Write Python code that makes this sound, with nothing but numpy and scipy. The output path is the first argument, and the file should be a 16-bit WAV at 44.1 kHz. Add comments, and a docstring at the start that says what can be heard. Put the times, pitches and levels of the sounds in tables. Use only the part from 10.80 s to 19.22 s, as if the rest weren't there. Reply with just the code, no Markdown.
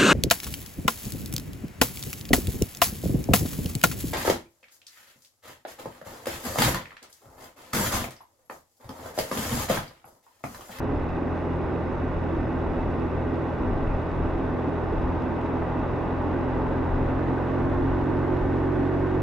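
"""A road tunnel, stereo microphone on the chest of a motorcyclist. At first the twin cruises just below:
the firings hum and knock, the airbox growls, gears whine and valves tick. Tyre roar fills the tube and
wind thumps on the microphone. From about 3 s five oncoming cars rush by on the left. Near 5 s the throttle
rolls open and the revs creep up; the note hardens to a drone, beating with the teeth of the final drive."""
import sys
import numpy as np
from scipy.fft import rfft, irfft, next_fast_len
from scipy.io import wavfile
from scipy.ndimage import uniform_filter1d, map_coordinates

SR = 44100
rng = np.random.default_rng(int(sys.argv[2]) if len(sys.argv) > 2 else 0)


def store_wav(level_fs):
    """Save 16-bit WAV to argv[1]."""
    pcm = np.round(np.clip(np.atleast_2d(level_fs), -1, 1) * 32767)
    wavfile.write(sys.argv[1], SR, pcm.T.astype(np.int16))


N = 371322
TIME = np.arange(N) / SR


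def amp(db):
    """Decibels to gain."""
    return 10 ** (np.asarray(db) / 20)


def unit(x):
    """Scale to rms 1."""
    return x / np.sqrt(np.mean(x ** 2) + 1e-20)


def along(points, hz):
    """Read (f/Hz, value) points on a log frequency axis."""
    f, v = np.transpose(points)
    return np.interp(np.log(hz + 1), np.log(f + 1), v)


def wobble(rate):
    """A smooth random curve, rate knots a second."""
    knots = rng.standard_normal(int(N * rate / SR) + 4)
    coarse = np.arange(0, N + 64, 64)
    return np.interp(np.arange(N), coarse, map_coordinates(knots, [coarse * rate / SR]))


def swell(middle_s, width_s):
    """A bell-shaped rise and fall, 1 at its top."""
    return np.exp(-((TIME - middle_s) / width_s) ** 2)


def filtered(x, response):
    """Pass x through a complex frequency response."""
    m = next_fast_len(N + SR // 2)
    return irfft(rfft(x, m) * response(np.fft.rfftfreq(m, 1 / SR)), m)[..., :N]


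def resonances(modes, f):
    """Causal response of (f/Hz, width/Hz, level/dB) modes."""
    return sum((-1) ** k * amp(db) * 1j * f * w / (c * c - f * f + 1j * f * w)
               for k, (c, w, db) in enumerate(modes))


def ringing(modes, f):
    """Gain of unrelated (f/Hz, width/Hz, level/dB) modes, added in power."""
    return np.sqrt(sum(amp(db) ** 2 / (1 + ((f - c) / (w / 2)) ** 4) for c, w, db in modes))


def stereo_noise(spread):
    """White noise common to both microphone ports, plus spread times each port's own."""
    return rng.standard_normal(N) + spread * rng.standard_normal((2, N))


CRUISE_HZ = 41.88  # crank turns a second at the start
def crank_speed(sag_hz_per_s, pull_s, pull_hz_per_s, ease_s):
    """Turns a second: a slow sag, overtaken by a steady climb as the engine pulls."""
    pulling_s = ease_s * np.logaddexp(0, (TIME - pull_s) / ease_s)
    return CRUISE_HZ - sag_hz_per_s * TIME + pull_hz_per_s * pulling_s


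# The rider's twist grip: t/s, opening/0-1
TWIST_GRIP = [(0, 0.01), (2, 0.07), (3.4, 0.08), (4.7, 0.11), (5.4, .22), (5.95, .46), (6.45, .58),
              (6.85, 0.81), (7.3, 0.88), (7.95, 1), (8.4, 0.9)]
def throttle_opening():
    """Held nearly shut, rolled on to wide open, then eased a little."""
    return np.clip(np.interp(TIME, *np.transpose(TWIST_GRIP)), 0, 1)


# Engine note at the chest: multiple of crank speed, level/dB shut, half open, wide open, left-right/dB
ENGINE_ORDERS = [(1, -44.5, -40.5, -37.5, -0.5), (2, -35, -33.5, -32, 1), (3, -40, -33.5, -33.5, -0.5),
                 (3.5, -48, -57.5, -43.5, 1.5), (4, -39.5, -45, -46, 4.5), (5, -53, -48.5, -42.5, 1.5),
                 (5.5, -48.5, -43, -39, -3), (6, -41.5, -34.5, -33.5, 1.5), (6.5, -47.5, -53.5, -58, 7),
                 (7, -45.5, -42, -32.5, -4.5), (7.5, -51.5, -43, -52.5, -4), (8, -43, -43.5, -32, -9),
                 (8.5, -52, -53.5, -38, -4), (9, -49.5, -39.5, -52, 0.5), (10, -43, -43.5, -50, -4)]
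# Brief dips of the fifth order and above: t/s, level/dB, half width/s
UPPER_DIPS = [(1.3, -5.5, .2), (3.1, -7, 0.18)]
def engine_note(turns, throttle, flutter_db, burble_db, sway, smear, lag_s):
    """One firing a turn gives whole orders; the unequal cylinders add half orders."""
    out = np.zeros((2, N))
    dip_db = sum(db * swell(s, width) for s, db, width in UPPER_DIPS)
    wavering = 1 - .65 * throttle  # load steadies the note
    burble = burble_db * wavering * wobble(30)  # no two firings are equally strong
    for order, shut_db, half_db, open_db, lean_db in ENGINE_ORDERS:
        db = np.interp(throttle, [0, .5, 1], [shut_db, half_db, open_db])
        db += burble + dip_db * (order >= 5)
        # echoes off the passing walls make every line waver, the short waves most
        level = amp(db + flutter_db * wavering * np.sqrt(order) * wobble(12))
        drift = sway * order * wavering * wobble(6)
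        # high orders arrive later, which smears each firing over the whole turn
        phase = 2 * np.pi * order * (turns - smear * order / 2) + drift
        phase += np.pi * (order % 1)  # half orders shift the firings' timing more than their size
        late = np.pi * order * CRUISE_HZ * lag_s  # the right port hears it first
        for side, sign in enumerate((1, -1)):
            out[side] += np.sqrt(2) * level * amp(sign * lean_db / 2) * np.cos(phase - sign * late)
    return out


def final_drive(turns, throttle, meshes_per_turn, db, open_db, flutter_db):
    """The drive teeth mesh just above the sixth order and beat against it, louder when pulling."""
    level = amp(db + open_db * np.sqrt(throttle) + flutter_db * wobble(4.1))
    return np.sqrt(2) * level * np.cos(2 * np.pi * meshes_per_turn * turns + 0.34 * wobble(3.5))


# Gear and cam chain tones: multiple of crank speed, level/dB shut, half open, wide open
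GEAR_ORDERS = [(19.4, -58.5, -64.5, -69.5), (19.7, -68.5, -60, -54), (28.5, -60.5, -64, -64.5),
               (31.86, -67, -61, -60.5), (32.9, -64, -63.5, -57.5), (34.4, -63.5, -66, -68.5),
               (37.4, -58, -58.5, -67), (39.8, -75.5, -63, -62.5), (41.9, -68, -63, -63),
               (46.2, -63, -59, -73), (63, -66, -67, -73), (69, -74, -73, -72), (91, -79, -78.5, -79),
               (121.5, -82.5, -87, -92)]
def gear_whine(turns, throttle, steady, rate_per_order, apart_rad):
    """Thin gear and chain tones follow the revs; the higher they lie, the faster they flutter."""
    out = np.zeros((2, N))
    for order, shut_db, half_db, open_db in GEAR_ORDERS:
        level = amp(np.interp(throttle, [0, .5, 1], [shut_db, half_db, open_db]))
        rate = rate_per_order * order
        flutter = (steady + wobble(rate) + 1j * wobble(rate)) / np.sqrt(steady ** 2 + 2)
        phase = 2 * np.pi * order * turns + np.angle(flutter)
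        port_shift = apart_rad * wobble(22) * np.array([[1], [-1]])
        out += np.sqrt(2) * level * abs(flutter) * np.cos(phase + port_shift)
    return out * amp([[-1], [1]])


# Airbox resonances, close under the microphone: f/Hz, width/Hz, relative level/dB
AIRBOX_MODES = [(259, 40, -2), (338.5, 84, -4), (414.3, 42, -6)]
# Brief surges of the growl: t/s, level/dB
GROWL_SURGES = [(.12, 5), (.91, 6.5), (1.25, 7.5), (1.64, 7), (1.79, 4), (2.53, 6), (2.9, 9.5), (3.6, 2),
                (3.87, 7), (4.68, 3), (4.81, 3), (5.58, 5)]
def intake(turns, throttle, db, open_db, decay_turns, echo, surge_db, lope, muffle_hz):
    """Each intake stroke gulps a ragged puff of air that rings the airbox."""
    puffs = (echo + np.exp(-(turns % 1) / decay_turns)) * rng.standard_normal(N)
    growl = unit(filtered(puffs, lambda hz: resonances(AIRBOX_MODES, hz) / (1 + (hz / muffle_hz) ** 4)))
    growl *= 1 + lope * np.cos(np.pi * turns)  # one cylinder gulps harder than the other
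    surging = surge_db * wobble(13) + sum(size * swell(s, width_s=0.032) for s, size in GROWL_SURGES)
    return growl * amp(db + open_db * throttle + surging) * amp([[-1.2], [1.2]])


# Cylinder block resonances: f/Hz, width/Hz, relative level/dB shut, wide open
BLOCK_MODES = [(1526, 140, 8.5, 13.5), (1783, 130, 6, 10), (1904, 71, 6.5, 9), (2028, 100, 4.5, 5.5),
               (2188, 140, -1, 3), (2360, 150, -3, -9)]
def combustion(turns, throttle, db, decay_turns, echo, spread):
    """Each firing knocks on the block; load brings out its lower resonances."""
    knocks = (echo + np.exp(-(turns % 1) / decay_turns)) * stereo_noise(spread)
    shut_modes = [(hz, width, shut_db) for hz, width, shut_db, _ in BLOCK_MODES]
    open_modes = [(hz, width, open_db) for hz, width, _, open_db in BLOCK_MODES]
    light = filtered(knocks, lambda hz: ringing(shut_modes, hz))
    loaded = filtered(knocks, lambda hz: ringing(open_modes, hz))
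    return (light + throttle * (loaded - light)) / light.std() * amp(db) * amp([[-1.2], [1.2]])


# Valve and chain contacts: place in the four-stroke cycle/0-1, relative level/dB
VALVE_CONTACTS = [(.07, -5), (.34, -8), (.56, -10.5), (.69, -9.5), (.88, -9)]
# Valve and chain cover resonances: f/Hz, width/Hz, relative level/dB
COVER_MODES = [(2533, 170, -0.5), (2627, 60, -0.5), (2836, 150, -3), (3250, 160, -13.5), (3450, 140, -6.5),
               (3757, 140, -9), (3920, 130, -13.5), (4180, 200, -19.5), (4450, 220, -18.5),
               (4810, 130, -23.5), (5060, 120, -16), (5530, 150, -24.5), (5860, 140, -25.5),
               (6060, 130, -21.5), (6440, 160, -28), (6900, 160, -31.5), (7190, 260, -30),
               (8350, 300, -39.5), (8760, 180, -38.5), (9500, 340, -37.5)]
# Spectrum of a valve tick: f/Hz, relative level/dB
TICK_SPECTRUM = [(1000, -22), (2500, 5), (4000, -5.5), (6000, -8), (8300, -13.5), (9300, -16.5),
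                 (10300, -21), (12000, -16.5), (13400, -21.5)]
def valve_gear(turns, throttle, ring_db, tick_db, open_db, decay_cycles, scatter_db, chain, spread):
    """Valves seat at set points of the cycle over the whirr of the chain; they tick and ring the covers."""
    cycles = turns / 2
    blows = np.full(N, chain)
    for place, db in VALVE_CONTACTS:
        since = cycles - place + 1
        sizes = amp(db + scatter_db * rng.standard_normal(size=256))
        blows += sizes[since.astype(int)] * np.exp(-(since % 1) / decay_cycles)
    rattle = blows * stereo_noise(spread)
    ring = unit(filtered(rattle, lambda hz: ringing(COVER_MODES, hz))) * amp([[-1], [1]])
    ticks = unit(filtered(blows * rng.standard_normal(N), lambda hz: amp(along(TICK_SPECTRUM, hz))))
    return amp(ring_db) * ring + amp(tick_db + open_db * throttle) * ticks


# Likeness of the tunnel's sound at the two ports: f/Hz, coherence/0-1
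PORT_COHERENCE = [(60, .9), (93, .82), (150, 1), (230, .75), (350, 0.63), (550, 0.92), (850, 0.83),
                  (1330, 0.66), (2060, 0.76), (3210, .72)]
# Its balance: f/Hz, left-right/dB
PORT_BALANCE = [(60, 5), (86, -2), (120, 3), (180, -4.5), (260, 0.5), (370, 0), (530, -2), (760, -2),
                (1080, -1.5), (1560, 0), (2240, -4), (3210, -3.5)]
# Its phase: f/Hz, lead of the left port/rad
PORT_LEAD = [(120, -0.0083), (260, -0.42), (370, -0.24), (480, -.4), (600, -.2), (900, 0.12), (1300, 0.071),
             (3200, -.5), (5000, 0)]
def tunnel_noise(spectrum):
    """Noise of rms 1 arriving from the tube, as the two microphone ports pick it up."""
    def mid_and_side(hz):
        angle = np.arccos(np.clip(along(PORT_COHERENCE, hz), -1, 1)) / 2
        return amp(along(spectrum, hz)) * np.array([np.cos(angle), np.sin(angle)])

    def placing(hz):
        halves = np.array([[.5], [-.5]])
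        return amp(halves * along(PORT_BALANCE, hz)) * np.exp(1j * halves * along(PORT_LEAD, hz))
    mid, side = filtered(rng.standard_normal((2, N)), mid_and_side)
    return unit(filtered(np.array([mid + side, mid - side]), placing))


# Tyres and traffic, all around in the tube: f/Hz, relative level/dB
ROAR_SPECTRUM = [(30, -15.5), (100, -3.5), (200, 1.5), (270, 2), (450, 1.5), (610, 1.5), (690, -2.5),
                 (800, -1), (900, -1.5), (960, -4), (1200, -6), (1300, -10.5), (1500, -11), (1650, -18),
                 (3000, -33), (13000, -81.5)]
def tunnel_roar(turns, db, traffic_db, throb):
    """Tyre noise and engine echoes pile up between the walls, louder amid the traffic."""
    level = amp(db + traffic_db * swell(middle_s=6.26, width_s=2.9))
    firing_throb = 1 + throb * np.cos(2 * np.pi * turns)
    return tunnel_noise(ROAR_SPECTRUM) * level * firing_throb


# Slipstream right on the microphone: f/Hz, relative level/dB
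BUFFET_SPECTRUM = [(8, -27.5), (20, -3.5), (33, 3), (55, 0.5), (100, -4.5), (200, -16), (600, -34),
                   (2000, -87)]
# A gust's dull thump: f/Hz, relative level/dB
THUMP_SPECTRUM = [(8, -25.5), (20, -0.5), (33, 7), (55, -3), (105, -6), (150, -14), (300, -31.5),
                  (1000, -72.5), (4000, -130)]
# Gusts that hit the microphone: t/s, peak level/dB, half width/s
GUST_HITS = [(.2, -33.5, 0.13), (1.25, -36.5, 0.2), (2.0, -32.5, 0.17), (2.93, -28, .07),
             (3.08, -28, 0.086), (3.47, -30.5, 0.13), (4.24, -30.5, 0.099), (4.78, -37, .04),
             (5.6, -35.5, 0.044), (6.17, -26, 0.07), (6.3, -32.5, .08), (6.92, -31, .1), (7.11, -29, 0.028),
             (7.66, -28, .045), (8.41, -33, 0.085)]
def wind(slipstream_db, swing_db, spread):
    """Eddies off the screen buffet both ports nearly alike; short gusts thump over the slipstream."""
    def eddies(spectrum):
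        return unit(filtered(stereo_noise(spread), lambda hz: amp(along(spectrum, hz))))
    slipstream = eddies(BUFFET_SPECTRUM) * amp(slipstream_db + swing_db * wobble(7))
    churn = eddies(THUMP_SPECTRUM)
    churn_power = abs(uniform_filter1d(np.mean(churn ** 2, axis=0), size=4096))
    churn /= np.sqrt(churn_power + 1e-9)  # even, so each gust hits with its full strength
    gusts = churn * np.sqrt(sum(amp(db) ** 2 * swell(s, width) for s, db, width in GUST_HITS))
    return (slipstream + gusts) * amp([[.5], [-.5]])


# Cars alongside, one lane to the left: t/s
CAR_PASSES = [2.9, 4.42, 4.9, 5.88, 6.65]
# Their tyre rush: f/Hz, relative level/dB
RUSH_SPECTRUM = [(150, -25), (500, 2), (720, 5.5), (880, 10), (1080, 7), (1600, -16), (3000, -22),
                 (8000, -55)]
def oncoming_cars(db, approach_s, recede_s):
    """Each car's tyre rush swells as 1 / distance and lingers in the tube behind it."""
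    power = sum(1 / (1 + ((TIME - s) / np.where(TIME < s, approach_s, recede_s)) ** 2)
                for s in CAR_PASSES)
    return tunnel_noise(RUSH_SPECTRUM) * np.sqrt(power) * amp(db) * amp([[1.5], [-1.5]])


def scene():
    """Close by, the crank angle times every engine sound; roar, wind and cars lie around it."""
    turns = np.cumsum(crank_speed(sag_hz_per_s=.128, pull_s=4.767, pull_hz_per_s=1.52, ease_s=.573)) / SR
    throttle = throttle_opening()
    mix = engine_note(turns, throttle, flutter_db=0.94, burble_db=0.9, sway=0.045, smear=0.11066,
                      lag_s=0.00034)
    mix += final_drive(turns, throttle, meshes_per_turn=6.135, db=-54, open_db=14.5, flutter_db=4)
    mix += gear_whine(turns, throttle, steady=0.7, rate_per_order=0.9, apart_rad=0.4)
    mix += intake(turns, throttle, db=-37, open_db=-4.5, decay_turns=0.82, echo=0.75, surge_db=1.45,
                  lope=0.41, muffle_hz=1200)
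    mix += combustion(turns, throttle, db=-49, decay_turns=0.14, echo=1.3, spread=0.91)
    mix += valve_gear(turns, throttle, ring_db=-57.5, tick_db=-67.5, open_db=2, decay_cycles=0.079,
                      scatter_db=3, chain=0.47, spread=0.97)
    mix += tunnel_roar(turns, db=-32, traffic_db=1.5, throb=0.04)
    mix += oncoming_cars(db=-42.5, approach_s=0.24, recede_s=0.71)
    return mix + wind(slipstream_db=-39, swing_db=3, spread=.14)


def record(dry, top_hz=13700, fade_s=.004):
    """The chest camera keeps nothing above its band limit; the sound starts without a click."""
    fade_in = np.minimum(TIME / fade_s, 1)
    return filtered(dry * fade_in, lambda hz: hz < top_hz)


dry = scene()
out = record(dry)
store_wav(out)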